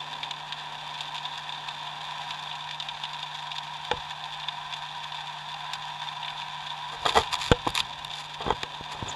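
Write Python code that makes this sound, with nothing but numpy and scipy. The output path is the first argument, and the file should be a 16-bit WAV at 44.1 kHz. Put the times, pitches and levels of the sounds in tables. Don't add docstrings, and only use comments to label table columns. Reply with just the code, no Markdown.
import sys
import numpy as np
from scipy import signal
from scipy.fft import rfft, irfft
from scipy.io import wavfile
from scipy.ndimage import map_coordinates

SR = 44100
rng = np.random.default_rng(int(sys.argv[2]) if len(sys.argv) > 2 else 0)


def generate_wav(sig):
    pcm = np.round(np.clip(np.atleast_2d(sig).T, -1, 1) * 32767).astype(np.int16)
    wavfile.write(sys.argv[1], SR, pcm)


N = 403515
TIME = np.arange(N) / SR


def amp(db):
    return 10 ** (np.asarray(db) / 20)


def unit(x):
    return x / np.sqrt(np.mean(x ** 2) + 1e-20)


def along(points, hz):
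    f, values = np.transpose(points)
    return np.interp(np.log(hz + 1), np.log(f + 1), values)


def curves(rows):
    times, *columns = np.transpose(rows)
    return [np.interp(TIME, times, column) for column in columns]


def wobble(rate):
    return map_coordinates(rng.standard_normal(int(N * rate / SR) + 4), [TIME * rate])


def add(track, start, sound):
    part = track[round(start * SR):][:len(sound)]
    part += sound[:len(part)]


def through(x, response):
    return signal.fftconvolve(x, response)[:len(x)]


def grains(n, rate, spread_db):
    chance, size, sign = rng.random(n), rng.standard_normal(n), rng.choice([-1, 1], n)
    return (chance < rate / SR) * amp(spread_db * np.clip(size, -2, 2)) * sign


def burst(response, t60, size=4096):
    hit = through(rng.standard_normal(size) * amp(-60 * TIME[:size] / t60), response)
    return hit / np.abs(hit).max()


# centre in Hz, width in Hz, gain in dB.
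CASE_DIPS = [(325, 24, -1.5), (528, 63, -3.5), (1442, 38, -12.5), (2130, 34, -8.5), (2974, 53, -36.5),
             (4870, 180, 2.5)]
def ringing(modes, base=((30, -60), (12000, -60)), tilt=((30, 0), (12000, 0)), size=4096):
    hz = np.fft.rfftfreq(size, 1 / SR)
    peaks = sum(amp(db) / (1 + 2 * ((hz - f) / width) ** 2) for f, width, db in modes)
    dips_db = sum(db * np.exp(-((hz - f) / width) ** 2) for f, width, db in CASE_DIPS)
    gain = (amp(along(base, hz)) + peaks) * amp(along(tilt, hz) + dips_db)
    cepstrum = irfft(np.log(gain + 1e-6))
    causal_fold = np.r_[1, np.full(size // 2 - 1, 2), 1, np.zeros(size // 2 - 1)]
    return irfft(np.exp(rfft(cepstrum * causal_fold)))[:size // 2]


# centre in Hz, width in Hz, gain in dB.
CASE_MODES = [(721.4, 28, -5), (800, 24.7, -3.5), (963.3, 93.4, 3), (1380, 224, -20.5), (1557, 137, -12),
              (1792, 124, -11.5), (2450, 355, -13), (2836, 520, -21.5), (2990, 96, -4.5), (3541, 289, -3),
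              (4054, 290, -22.5), (4698, 283, -21.5), (5570, 81, -29), (6300, 100, -34.5),
              (7130, 550, -34.5)]
# frequency in Hz, gain in dB.
CASE_WALL = [(30, -21), (90, -23.5), (200, -22.5), (380, -62), (600, -34), (1450, -32.5), (2100, -46),
             (5200, -39), (6000, -34), (9000, -43.5), (12000, -40.5)]
def housing(tilt):
    return ringing(CASE_MODES, CASE_WALL, tilt)


# time in seconds, relative level in dB.
MOTOR_WHIR = [(0.0, -42), (2.47, -40.5), (2.62, -42), (7.36, -40.5), (8.21, -45), (9.15, -42)]
# frequency in Hz, relative level in dB.
MOTOR_WHINE = [(5399, -81), (5599, -71), (5652, -67), (6401, -71), (6449, -80), (7251, -90), (8048, -75),
               (8102, -83), (8699, -87), (8850, -90), (10449, -89), (10799, -80)]
def motor(hum_hz=150.1, hum_db=-51.0, whir_db=3.0, flutter_db=0.58, whine_db=-3):
    level_db, = curves(MOTOR_WHIR)
    turning = TIME + np.cumsum(0.00037 * wobble(5)) / SR
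    hum = np.sin(2 * np.pi * hum_hz * turning) * amp(hum_db + 0.41 * wobble(6.8))
    whine = np.sqrt(2) * sum(amp(db + whine_db + 1.5 * wobble(4)) * np.sin(2 * np.pi * hz * turning)
                             for hz, db in MOTOR_WHINE)
    case = housing([(30, -1), (1100, 0), (1700, -2), (3000, -4.5), (5000, -6), (11000, -3)])
    chatter = unit(through(grains(N, rate=5000, spread_db=3), case))
    return hum + whine + chatter * amp(level_db + whir_db + flutter_db * wobble(25))


def far_shrimp(crackle_db=-45.5, ticks_db=-47.5, drift_db=-0.95, fade_db_per_s=0.05):
    far_path = housing([(100, -15), (900, -11.5), (1700, -0.5), (3500, 0), (7000, 4.5), (11000, 3)])
    far_snaps = grains(N, rate=700, spread_db=4) * amp(3.7 * wobble(70))
    crackle = unit(through(far_snaps, far_path))
    flurries = through(np.abs(grains(N, rate=36, spread_db=2.2)), np.exp(-TIME[:2048] / 0.006))
    tick_path = housing([(100, -5), (900, -12.5), (1700, -4), (2800, 2), (3600, 4.5), (4700, 2),
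                         (7000, 5), (11000, -10)])
    ticks = unit(through(flurries * rng.standard_normal(N), tick_path))
    swell = amp(drift_db * wobble(2.65) - fade_db_per_s * TIME)
    return swell * (crackle * amp(crackle_db) + ticks * amp(ticks_db))


# peak time in seconds, strength in dB.
ARM_SURGES = [(3.96, -47), (7.02, -46), (7.19, -34.5), (7.36, -53), (7.53, -37), (7.68, -45), (7.81, -47),
              (8.505, -33), (9.04, -45)]
def flow(rise_s=0.027, fall_s=0.029, wake_db=-63.5, wake_s=0.41):
    total = np.zeros(N)
    for peak, db in ARM_SURGES:
        before, after = np.maximum(peak - TIME, 0), np.maximum(TIME - peak, 0)
        surge = amp(db) * np.exp(-after / fall_s)
        wake = amp(wake_db) * np.exp(-after / wake_s)
        total += np.exp(-before / rise_s) * (surge + wake)
    return total


# time in seconds, relative level in dB.
ROCK_WASH = [(0.0, -59), (4.51, -69), (6.65, -68.5), (7.74, -63.5), (8.15, -63.5), (8.97, -58.5),
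             (9.15, -51.5)]
def water(still_db=-78.0, wash_db=2.5, stirred_db=-15):
    calm_db, = curves(ROCK_WASH)
    rumble = ringing([(57.4, 30, -0.81), (120, 70, -1.1)], base=[(20, -46), (400, -30), (2000, -85)],
                     tilt=[(15, 5), (40, -8)])
    eddies = unit(through(rng.standard_normal(N), rumble)) * amp(3 * wobble(30))
    murmur = ringing([(252, 87, -0.5), (407, 62, -8), (574, 99, 5.5)], tilt=[(600, 2.5), (1500, -21)])
    wash = unit(through(rng.standard_normal(N), murmur))
    current = flow()
    wash_gain = amp(calm_db + wash_db + wobble(10)) + amp(stirred_db) * current
    return eddies * (amp(still_db) + current) + wash * wash_gain


def snap(treble_db, echo_db=-9):
    case = housing([(100, -36), (900, -6), (1700, -3.5), (2800, 4.5), (3500, 5.5),
                    (4700, 2 + treble_db / 2), (7000, treble_db), (11000, -6.5 + treble_db)])
    sound = burst(case, t60=0.028)
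    echo_s = rng.uniform(0.002034, 0.006)
    add(sound, echo_s, amp(echo_db) * burst(case, t60=0.03))
    return sound


# start in seconds, relative peak in dB, relative treble in dB.
CLAW_SNAPS = [(0.2309, -16, -32), (0.3097, -18.5, -25), (0.5231, -16.5, -28), (1.0072, -17.5, -16.5),
              (1.2523, -20, -37), (1.3767, -24.5, -16), (1.492, -21.5, -34), (1.6866, -20, -26),
              (2.3073, -19, -27), (2.5536, -25, -20), (2.7101, -20, -23), (2.8, -19, -27),
              (2.824, -20.5, -24), (2.8863, -17.5, -29), (3.0366, -17, -28), (3.0514, -20.5, -26),
              (3.2284, -19.5, -27), (3.5154, -21, -30), (3.5827, -19.5, -24), (4.2393, -23.5, -27),
              (4.436, -22.5, -32), (4.4847, -14.5, -35), (5.1204, -24.5, -35), (5.7339, -17, -15),
              (6.0871, -22, -28), (6.2292, -24, -30), (6.2803, -20.5, -40)]
def near_shrimp(near_db=-1.0, treble_lift_db=30.5, colony_db=-26, scatter_db=1, colour_db=4, count=24):
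    out = np.zeros(N)
    for start, db, treble_db in CLAW_SNAPS:
        add(out, start, amp(db + near_db) * snap(treble_db + treble_lift_db))
    for start, (size, colour) in zip(rng.uniform(0, N / SR, count), rng.standard_normal((count, 2))):
        add(out, start, amp(colony_db + scatter_db * size) * snap(colour_db * colour))
    return out


# centre in Hz, width in Hz, gain in dB.
SHELL_MODES = [(90, 140, -26), (272, 300, -17), (413, 54, -12), (474, 64, 0.5), (706, 100, -0.5),
               (867, 78, 4.5), (1040, 47, -5.5), (1212, 170, -2), (1600, 92, -9), (1945, 84, -7.5),
               (2830, 100, -26), (3280, 133, -3.5)]
# start in seconds, knock peak in dB, hardness (crack over knock)
# in dB, shove over knock in dB.
BLOWS = [(3.914, -16, 4, -30), (3.935, -37.5, -12, 12), (7.516, -13.5, 7.5, 11), (7.5229, -13, -1, -12),
         (7.666, -18, -26, -22), (7.672, -11.5, -15.5, -18), (8.464, -18.5, -9, -7), (8.48, -21, -20, 1),
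         (8.504, -11, -6, -13), (8.525, -37, -12, 13), (8.633, -24, -4.5, -4.5), (8.81, -36.5, -15, 7.5),
         (8.949, -29.5, -20, -3), (9.026, -28, -22, 7.5)]
def knocks(push_s=0.0019, ring_hz=490, ring_t60=0.11, ring_db=-9, tap_db=13, full_db=3, size=8192):
    out, t = np.zeros(N), TIME[:size]
    case = housing([(100, -13), (400, 9), (600, 4), (750, -5), (950, -14), (1350, 11), (1700, 5.5),
                    (2100, 10), (2600, 0.5), (3300, 2.5), (4500, -6.5), (7000, 11.5), (11000, -7)])
    u = t / push_s
    push = 2 * (1 - u) * np.exp(-u) * (1 - np.exp(-10 * u))
    low_mode = np.sin(2 * np.pi * ring_hz * t) * amp(-60 * t / ring_t60)
    for start, db, hard_db, shove_db in BLOWS:
        bass_db = min(full_db, tap_db + shove_db - hard_db)
        tilt = [(200, 2.5 + bass_db), (350, 9 + bass_db), (500, -1.5), (1100, 3.5), (1600, -11),
                (4000, -9)]
        knock = burst(ringing(SHELL_MODES, tilt=tilt), t60=0.02)
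        crack = amp(hard_db) * burst(case, t60=0.015)
        ring = amp(ring_db + hard_db + 0.1 * shove_db) * low_mode
        add(out, start, amp(db) * (knock + crack))
        add(out, start, amp(db) * (amp(shove_db) * push + ring))
    return out


def stroke(response, length, rate, spread_db, release_s=0.0082, jerk_db=2.5, jerk_hz=110, size=16384):
    t = TIME[:size]
    pressure = np.sqrt(np.abs(np.sin(np.pi * np.clip(t / length, 0, 1))))
    release = np.exp(-np.abs(t - length) / release_s) / 2 * (t > length / 2)
    jerks = amp(jerk_db * map_coordinates(rng.standard_normal(256), [t * jerk_hz]))
    sound = through(grains(size, rate, spread_db) * np.maximum(pressure, release) * jerks, response)
    return sound / np.sqrt(np.sum(sound ** 2) / (length * SR) + 1e-20)


# start in seconds, length in seconds, rubbing level in dB, grit level in dB.
SLIDES = [(6.914, 0.044, -42, -44), (6.999, 0.26, -43.5, -41), (7.199, 0.023, -36, -37),
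          (7.051, 0.021, -21.5, -31), (7.076, 0.024, -32, -30), (7.142, 0.026, -22.5, -31),
          (7.164, 0.031, -17.5, -27), (7.319, 0.029, -45, -26.5), (7.382, 0.12, -71, -34),
          (7.742, 0.035, -50.5, -31.5), (7.782, .022, -43, -29), (8.12, 0.14, -56, -42.5),
          (8.405, 0.019, -32, -48), (8.44, 0.019, -37, -49), (8.479, 0.019, -31.5, -45),
          (8.505, .014, -31, -48), (8.911, 0.029, -46, -39), (8.94, 0.2, -44, -53)]
# start in seconds, peak in dB, pitch in Hz, treble in dB.
SAND_CRACKS = [(7.0547, -15.5, 3560, -12), (7.0932, -14, 3280, -2), (7.3267, -23, 3450, 0),
               (7.3534, -19, 3440, -3), (7.677, -22, 3440, 8), (7.691, -22.5, 3690, 9),
               (7.7025, -25, 3530, 10), (7.7518, -14, 3540, 12), (7.776, -9.5, 2700, 1),
               (7.803, -9, 3700, -1), (8.0471, -21, 3740, 4), (8.6319, -16.5, 3440, -6.5)]
def scraping():
    out, shell = np.zeros(N), ringing(SHELL_MODES)
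    sand = housing([(100, -17), (800, -9.5), (1200, 10.5), (1500, -1.5), (2000, 9.5), (3500, 4),
                    (4500, 12.5), (6200, 13), (7050, 18.5), (8500, 14.5), (10200, 20), (11700, 15)])
    for start, length, rub_db, grit_db in SLIDES:
        add(out, start, amp(rub_db) * stroke(shell, length, rate=1600, spread_db=8.5))
        add(out, start, amp(grit_db) * stroke(sand, length, rate=1400, spread_db=6))
    for start, db, hz, treble_db in SAND_CRACKS:
        base = [(300, -2), (5000, -10 + treble_db / 2), (10000, -0.5 + treble_db)]
        grain = ringing([(hz, 1200, 0)], base)
        add(out, start, amp(db) * burst(through(grain, sand), t60=0.016))
    return out


# time in seconds, pitch in Hz, level in dB.
SQUEAK_GLIDE = [(9.078, 8950, -74), (9.083, 7900, -46.5), (9.087, 6830, -39), (9.097, 6940, -36),
                (9.104, 5730, -42.5), (9.109, 7860, -44), (9.114, 9100, -64)]
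def squeak(roughness=0.029):
    hz, db = curves(SQUEAK_GLIDE)
    sounding = (TIME > SQUEAK_GLIDE[0][0]) & (TIME < SQUEAK_GLIDE[-1][0])
    phase = 2 * np.pi * np.cumsum(hz * (1 + roughness * wobble(1500))) / SR
    return sounding * amp(db) * np.sqrt(2) * np.sin(phase)


def scene():
    return (motor() + far_shrimp() + water() + near_shrimp() + knocks() + scraping() + squeak())[None]


def record(dry, low_hz=30, top_hz=12000, ceiling=0.6):
    thinned = signal.sosfilt(signal.butter(2, low_hz, "high", fs=SR, output="sos"), dry)
    limited = thinned / (1 + np.abs(thinned / ceiling) ** 6) ** (1 / 6)
    return signal.sosfiltfilt(signal.butter(22, top_hz, fs=SR, output="sos"), limited)


dry = scene()
out = record(dry)
generate_wav(out)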